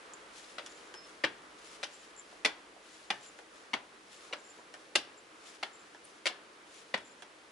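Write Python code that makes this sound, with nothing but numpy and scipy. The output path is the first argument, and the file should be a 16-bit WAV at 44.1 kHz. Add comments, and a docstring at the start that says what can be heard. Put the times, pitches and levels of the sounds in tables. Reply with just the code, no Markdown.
"""Outdoors, in a narrow stairwell between two walls, someone climbs concrete stairs wearing a camera.
Each hard sole lands in a few quick contacts, crushing grit, and the walls throw the sound back.
Between steps, cloth swishes over cloth, and carried gear ticks and squeaks.
Small birds whistle over the soft hush of a valley, and a faint low hum is left behind."""
import sys
import numpy as np
from scipy import signal
from scipy.fft import rfft, irfft, next_fast_len
from scipy.io import wavfile
from scipy.ndimage import uniform_filter1d

SR = 44100
rng = np.random.default_rng(int(sys.argv[2]) if len(sys.argv) > 2 else 0)


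def master_out(mix):
    """Clip the mix to full scale and print it as 16-bit PCM to the path in sys.argv[1]."""
    frames = np.transpose(np.atleast_2d(mix))
    ceiling = np.clip(frames, -1, 1)
    pcm = np.round(ceiling * 32767).astype(np.int16)
    wavfile.write(sys.argv[1], SR, pcm)


N = 331191
TIME = np.arange(N) / SR
HIT_TIME = np.arange(2 ** 14) / SR  # seconds since the start of one short sound
SIDES = np.array([[1], [-1]])  # plus on the left, minus on the right

# Footfalls, left and right in turn: (first touch [s], level [dB], heel weight [dB], grit [dB],
# main blow delay [s], last slap delay [s], heel thump [Hz], hollow knock [Hz], sole clack [Hz])
FOOTFALLS = [(0.5829, -48, -3, -1.5, .0015, 0.011, 260, 557, 1470),
             (1.2382, -34, 4, -7, 0.0033, 0.0092, 328, 500, 1960),
             (1.83, -45.5, -6, 9, .005, .012, 250, 540, 3080),
             (2.4483, -34, -4, 4.5, 0.0025, 0.011, 287, 470, 2100),
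             (3.103, -38.5, -0.5, -.5, .0017, 0.0067, 280, 840, 1820),
             (3.7334, -38.5, 2, -3.5, 0.005, 0.0073, 242, 880, 2180),
             (4.327, -44.5, -3, -2, .006, .0095, 295, 487, 2300),
             (4.954, -35.5, 3.5, 11.5, .0025, .0058, 380, 554, 2670),
             (5.6287, -43, -3, 0, 0.0023, 0.0052, 316, 805, 1450),
             (6.2567, -37.5, -9.5, 7.5, 0.011, 0.017, 390, 563, 2080),
             (6.9404, -37.5, 5.5, -7.5, 0.0021, 0.0046, 232, 560, 1980)]
# Borders of six pitch bands, from bass to treble: (frequency [Hz])
BAND_EDGES = [70, 350, 900, 1700, 3200, 5500, 11000]
BANDS = list(zip(BAND_EDGES, BAND_EDGES[1:]))


def gain(db):
    """Turn decibels into a number to multiply by."""
    return 10 ** (np.asarray(db) / 20)


def unit(x):
    """Scale a sound to an average (rms) level of 1."""
    return x / np.sqrt(np.mean(x ** 2) + 1e-24)


def set_start_level(x, db, seconds):
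    """Scale a hit so that its first moments have the given level."""
    return x * gain(db) / np.sqrt(np.mean(x[..., :int(seconds * SR)] ** 2) + 1e-24)


def band(x, lo_hz, hi_hz, order=3):
    """Keep the sound between two pitches."""
    return signal.sosfilt(signal.butter(order, [lo_hz, hi_hz], "band", fs=SR, output="sos"), x)


def resonate(x, hz, width_hz):
    """Ring at one pitch; a narrower width rings longer."""
    return signal.lfilter(*signal.iirpeak(hz, hz / width_hz, fs=SR), x)


def colour(x, points):
    """Shape a steady sound along a curve of (frequency [Hz], level [dB]) points."""
    hz, db = np.transpose(points)
    size = next_fast_len(N)
    freqs = np.maximum(np.fft.rfftfreq(size, 1 / SR), 1)
    curve_db = np.interp(np.log(freqs), np.log(hz), db)
    return irfft(rfft(x, size) * gain(curve_db), size)[..., :N]


def colour_hit(x, hz, db):
    """Shape a hit's bass and treble, with one row of levels for each channel."""
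    size = 2 * x.shape[-1]
    freqs = np.maximum(np.fft.rfftfreq(size, 1 / SR), 1)
    log_gain = np.array([np.interp(np.log(freqs), np.log(hz), np.log(gain(row))) for row in db])
    # folding the filter forward in time keeps it from sounding before the hit
    fold = np.r_[1, np.full(size // 2 - 1, 2), 1, np.zeros(size // 2 - 1)]
    response = np.exp(rfft(irfft(log_gain, size) * fold))
    return irfft(rfft(x, size) * response, size)[:, :size // 2]


def wander(turns_per_s):
    """A random drift, mostly between -1 and 1."""
    hold = int(SR / turns_per_s)
    return uniform_filter1d(np.repeat(rng.standard_normal(N // hold + 1), hold), hold)[:N]


def fade(t60):
    """Die away by 60 dB in t60 seconds."""
    return np.exp(-np.log(1000) * HIT_TIME / t60)


def add(out, start_s, x):
    """Mix x into out at the given time."""
    i = max(int(start_s * SR), 0)
    out[..., i:i + x.shape[-1]] += x[..., :max(N - i, 0)]


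def stride_times():
    """When the leg on the side of the gear lands: every second step."""
    return np.array(FOOTFALLS)[::2, 0]


def with_echo(x, db, t60):
    """Add a blurred echo from the walls, different in each ear."""
    walls = rng.standard_normal((2, len(HIT_TIME))) * fade(t60)
    walls /= np.linalg.norm(walls[0])
    return x + gain(db) * signal.fftconvolve(np.atleast_2d(x), walls, axes=1)[:, :N]


def stairwell(direct_db=13, crack_t60=0.017, early_db=-8, early_t60=0.13, tail_db=-23, tail_t60=0.5):
    """How a click sounds here: a crack off the nearest stairs, quick wall echoes, a dull tail."""
    noise = rng.standard_normal((2, len(HIT_TIME)))
    direct = gain(direct_db) * (HIT_TIME == 0)
    out = 0
    for lo, hi in BANDS:
        hz = np.sqrt(lo * hi)
        linger = (2000 / hz) ** 0.41  # every bounce takes more from the treble
        early = gain(early_db) * fade(early_t60 * np.sqrt(linger))
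        tail = gain(tail_db) * fade(tail_t60 * linger)
        decay = fade(crack_t60) + early + tail
        mid = band(noise[0] * decay + direct, lo, hi)
        side = band(noise[1] * decay, lo, hi)
        side *= gain(-3.5) * hz / np.hypot(hz, 700)  # bass reaches both microphones alike
        out = out + (mid + SIDES * side) / np.linalg.norm(decay + direct)
    return out


def hum(hz=48.0):
    """A faint low hum at the foot of the stairs, left behind on the way up."""
    # Loudness of the hum: (time [s], level [dB])
    levels = [(0, -85), (2.5, -84), (4.5, -92), (7.5, -106)]
    return np.sqrt(2) * np.sin(2 * np.pi * hz * TIME) * gain(np.interp(TIME, *np.transpose(levels)))


def valley(wall_hz=1250, flicker_db=1.5, drone_hz=312, drone_db=-71):
    """A distant hush; the gap between the walls colours it and drones faintly."""
    # Tone of the hush: (frequency [Hz], level [dB])
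    hush_tone = [(25, -36), (60, -18.5), (110, -22.5), (180, -13), (260, -10), (336, -7), (444, -4),
                 (800, -10.5), (1200, -9), (1710, -11.5), (3000, -15), (6400, -22), (8750, -25.5),
                 (11000, -27)]
    # Stereo width, the part that differs between the ears: (frequency [Hz], relative level [dB])
    hush_width = [(60, -11), (200, -11.5), (340, -11), (610, -4.5), (1100, -0.5), (2000, -0.5), (3500, -5),
                  (11000, -2.5)]
    # The hush as the walls open out: (time [s], level [dB], boost from the walls [dB])
    hush_levels = [(0, -53.5, 2), (1.4, -55, 1.5), (2.7, -56, 0.6), (7.5, -56.5, 0.5)]
    times, level_db, wall_db = np.transpose(hush_levels)
    mid, side = colour(rng.standard_normal((2, N)), hush_tone)
    air = unit(mid + SIDES * colour(side, hush_width))
    boost_db = np.interp(TIME, times, wall_db) + flicker_db * wander(14)
    air += resonate(air, wall_hz, width_hz=900) * (gain(boost_db) - 1)
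    # a lower band flickers too
    air += resonate(air, hz=460, width_hz=220) * (gain(flicker_db * wander(12)) - 1)
    drone = resonate(rng.standard_normal(N), drone_hz, width_hz=25)
    drone = unit(resonate(drone, drone_hz, width_hz=50))
    return air * gain(np.interp(TIME, times, level_db)) + gain(drone_db) * drone


def birds(waver=0.005):
    """Thin, gliding whistles that waver a little and echo off the walls."""
    # Bird notes, one list of points each: (time [s], pitch [Hz], level [dB])
    notes = [
        [(.95, 5170, -60), (.98, 5300, -51.5), (1.0, 5120, -58), (1.015, 5300, -67), (1.045, 5280, -59),
         (1.075, 5290, -66)],
        [(1.655, 5320, -74), (1.68, 5300, -64), (1.71, 5270, -66)],
        [(6.043, 9550, -56), (6.047, 8300, -61), (6.052, 9500, -51.5), (6.057, 10400, -61)],
    ]
    song = np.zeros(N)
    for note in notes:
        times, hz, db = np.transpose(note)
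        gate = uniform_filter1d(1. * ((TIME > times[0]) & (TIME < times[-1])), size=90)
        pitch = np.interp(TIME, times, hz) * (1 + waver * wander(280))
        whistle = np.sqrt(2) * np.sin(2 * np.pi * np.cumsum(pitch) / SR)
        song += gate * gain(np.interp(TIME, times, db)) * whistle
    return with_echo(song, db=-6, t60=0.35)


def clothing(swish_db=-54.5, swish_db_per_s=-0.32, other_leg_db=-7, grain_db=2, flutter_db=3, pan_db=3):
    """Cloth slides over cloth as the legs swing; the weave catches in tiny grains."""
    # Tone of the rubbing cloth: (frequency [Hz], level [dB])
    cloth_tone = [(200, -14), (600, -16), (1300, -1.5), (3000, 2), (5000, 0.5), (7000, -1), (8500, -6),
                  (11000, -6.5)]
    # Drag of the cloth, easing near the top of the stairs: (time [s], level [dB])
    drag_levels = [(0, -58), (3.2, -60.5), (4.6, -63), (7.5, -71)]

    def rub(peak_s, half_length_s, db):
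        """The power of one rub, swelling and fading."""
        return (gain(db) * np.exp(-((TIME - peak_s) / half_length_s) ** 2)) ** 2

    power = np.zeros(N)
    # a leg swishes past the other just before it lands; one leg rubs much more
    for k, (step_s, *_) in enumerate(FOOTFALLS):
        db = swish_db + swish_db_per_s * step_s + other_leg_db * (k % 2)
        power += rub(step_s - 0.14, 0.11, db)
    # the cloth drags on while that leg straightens
    for step_s in stride_times():
        power += rub(step_s + 0.15, 0.17, np.interp(step_s, *np.transpose(drag_levels)))
    grainy_noise = rng.standard_normal((2, N)) * gain(grain_db * wander(900))
    mid, side = colour(grainy_noise, cloth_tone)
    rustle = unit(mid + SIDES * side * gain(-4))
    return rustle * np.sqrt(power) * gain(flutter_db * wander(35) + SIDES * pan_db / 2)


def gear_squeaks(pitch_hz=7196, scatter_hz=50, scatter_s=0.008, slips_per_s=900, rasp_db=-20, pan_db=2):
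    """A joint in the gear breaks loose, then sticks and slips, ringing one thin, raspy note."""
    # The loudest squeaks: (start [s], length [s], level [dB])
    loud_squeaks = [(0.136, .005, -46.5), (1.941, 0.017, -64), (2.164, 0.042, -53), (3.262, 0.031, -57.5),
                    (4.385, 0.026, -65.5), (4.497, .022, -58.5), (5.173, 0.034, -62.5), (5.487, .02, -64)]
    # Squeaks in every stride, as the leg swings and takes the load:
    # (start relative to the footfall [s], length [s], level [dB])
    stride_squeaks = [(-.19, .04, -68.5), (0.103, 0.039, -62.5), (.165, .025, -64.5), (.25, .03, -72)]
    out = np.zeros((2, N))
    regular = [(step_s + lag_s + scatter_s * rng.standard_normal(), length_s, db)
               for step_s in stride_times() for lag_s, length_s, db in stride_squeaks]
    for start_s, length_s, db in loud_squeaks + regular:
        slipping = (rng.random(len(HIT_TIME)) < slips_per_s / SR) & (HIT_TIME < length_s)
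        slips = slipping * rng.random(len(HIT_TIME))
        slips[0] = 0.96  # the joint breaks loose
        hz = pitch_hz + scatter_hz * rng.standard_normal()
        ring = resonate(slips, hz, width_hz=93)
        squeak = resonate(ring + gain(rasp_db) * slips, hz, width_hz=700)
        add(out, start_s, set_start_level(squeak, db, length_s) * gain(SIDES * pan_db / 2))
    return with_echo(out, db=-8, t60=0.19)


def taps(ticks_per_s=0.7, tick_db=-54, tick_tilt_db=-12, rebound_s=0.0082, rebound_db=-6):
    """Small knocks and fainter ticks at random times, each with a weak bounce."""
    # Light taps of the shoes and gear: (time [s], level [dB], tilt toward treble [dB per octave])
    light_taps = [(0.6621, -44.5, 4), (0.9396, -46, 0), (3.3879, -48, -2), (4.7392, -46, 0.5),
                  (5.946, -50, -2), (6.977, -48.5, 1.5), (7.2215, -46, .5)]
    out = np.zeros((2, N))
    tick_times = rng.random(int(ticks_per_s * N / SR)) * N / SR
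    ticks = [(start_s, tick_db, tick_tilt_db) for start_s in tick_times]
    for start_s, db, tilt_db in light_taps + ticks:
        click = stairwell(direct_db=21.5, early_t60=0.11)
        tilted = sum(set_start_level(band(click, lo, hi), tilt_db * np.log2(lo / 1700), seconds=0.02)
                     for lo, hi in BANDS[1:])
        tap = set_start_level(band(tilted, 450, 4000, order=1), db, seconds=0.0076)
        add(out, start_s, tap)
        add(out, start_s + rebound_s, tap * gain(rebound_db))
    return out


def sole_contacts(blow_s, slap_s, touch_db=-6, slap_db=-4, grit_db=-20, grit_t60=0.03):
    """The sole touches, takes the weight and slaps flat, crushing grit as it rolls."""
    grains = rng.standard_normal(len(HIT_TIME)) * (rng.random(len(HIT_TIME)) < 0.1)
    # the grit crunches fully until the sole lies flat, then dies away
    push = gain(grit_db) * grains * np.interp(HIT_TIME - slap_s, HIT_TIME, fade(grit_t60))
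    for delay_s, db in ((0, touch_db), (blow_s, 0), (slap_s, slap_db)):
        push[int(delay_s * SR)] += gain(db)
    return push


def band_levels(hit):
    """The level in dB of each pitch band over the first 50 ms of a hit."""
    start = hit[:, :SR // 20]
    return np.array([10 * np.log10(np.mean(band(start, lo, hi) ** 2)) for lo, hi in BANDS])


def step_levels(hz, level_db, heel_db, grit_db, ordinary_db=-37.5, heel_hz=290, grit_hz=4300):
    """A step's level at each pitch: hard landings thud and clack, the heel adds bass, grit treble."""
    # Tone of an ordinary step: (frequency [Hz], relative level [dB], extra per dB harder [dB/dB])
    ordinary_tone = [(160, -17, .5), (560, -3.5, -0.1), (1240, -2, -0.21), (2330, 3, 0.26),
                     (4170, 1.2, 0.1), (7720, -15.5, 0.17)]
    at_hz, db, growth = np.transpose(ordinary_tone)
    sole_db = np.interp(np.log(hz), np.log(at_hz), db + growth * (level_db - ordinary_db))
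    bass_share = 1 / (1 + (hz / heel_hz) ** 4)
    treble_share = 1 / (1 + (grit_hz / hz) ** 4)
    return level_db + sole_db + bass_share * heel_db + treble_share * grit_db


def footsteps(ring_db=-3, spread_db=-9, shade_hz=2000, pan_db=2.5):
    """Each landing makes the shoe and the stair ring, and the sound spreads through the stairwell."""
    # Tones that every step rings with: (frequency [Hz], width [Hz], level [dB])
    ring_tones = [(584, 13, 2), (1047, 180, 0), (1870, 45, -21), (2000, 200, -3), (2380, 660, -3.5),
                  (2790, 240, -0.5), (3460, 220, 1.5), (3900, 130, -20), (4140, 66, -1), (4570, 140, 1),
                  (4937, 56, 10), (5740, 300, 6.5), (7180, 130, 9), (7780, 66, 5)]
    out = np.zeros((2, N))
    centres_hz = np.sqrt([lo * hi for lo, hi in BANDS])
    # the camera's body shades one side, mostly in the treble
    shade_db = SIDES * np.minimum(centres_hz / shade_hz, 1) * pan_db / 2
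    # a sole is too small to give off deep bass
    bass_cut = signal.butter(3, 130, "high", fs=SR, output="sos")
    for start_s, level_db, heel_db, grit_db, blow_s, slap_s, thump_hz, knock_hz, clack_hz in FOOTFALLS:
        push = signal.sosfilt(bass_cut, sole_contacts(blow_s, slap_s))
        ring = sum(gain(ring_db + db) * resonate(push, hz, width) for hz, width, db in ring_tones)
        ring += gain(7) * resonate(push, thump_hz, width_hz=95)
        ring += gain(7) * resonate(push, knock_hz, width_hz=95)
        ring += gain(4) * resonate(push, clack_hz, width_hz=340)
        source = push + gain(spread_db) * ring
        # heel and toe strike different spots, each with its own echoes
        heel_part = HIT_TIME < (blow_s + slap_s) / 2
        echoes = sum(signal.fftconvolve(stairwell(), (source * part)[None])
                     for part in (heel_part, ~heel_part))
        hit = ring + echoes[:, :len(HIT_TIME)]
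        # how flat and how hard the sole lands sets its balance from thud to grit
        balance_db = step_levels(centres_hz, level_db, heel_db, grit_db) - band_levels(hit)
        add(out, start_s, colour_hit(hit, centres_hz, balance_db + shade_db))
    return out


def scene():
    """The climber and the surroundings, in stereo."""
    return footsteps() + taps() + gear_squeaks() + clothing() + birds() + valley() + hum()


def record(dry, top_hz=11050):
    """The camera cuts off the highest treble."""
    return signal.sosfilt(signal.ellip(10, 0.2, 70, top_hz, fs=SR, output="sos"), dry)


dry = scene()
out = record(dry)
master_out(out)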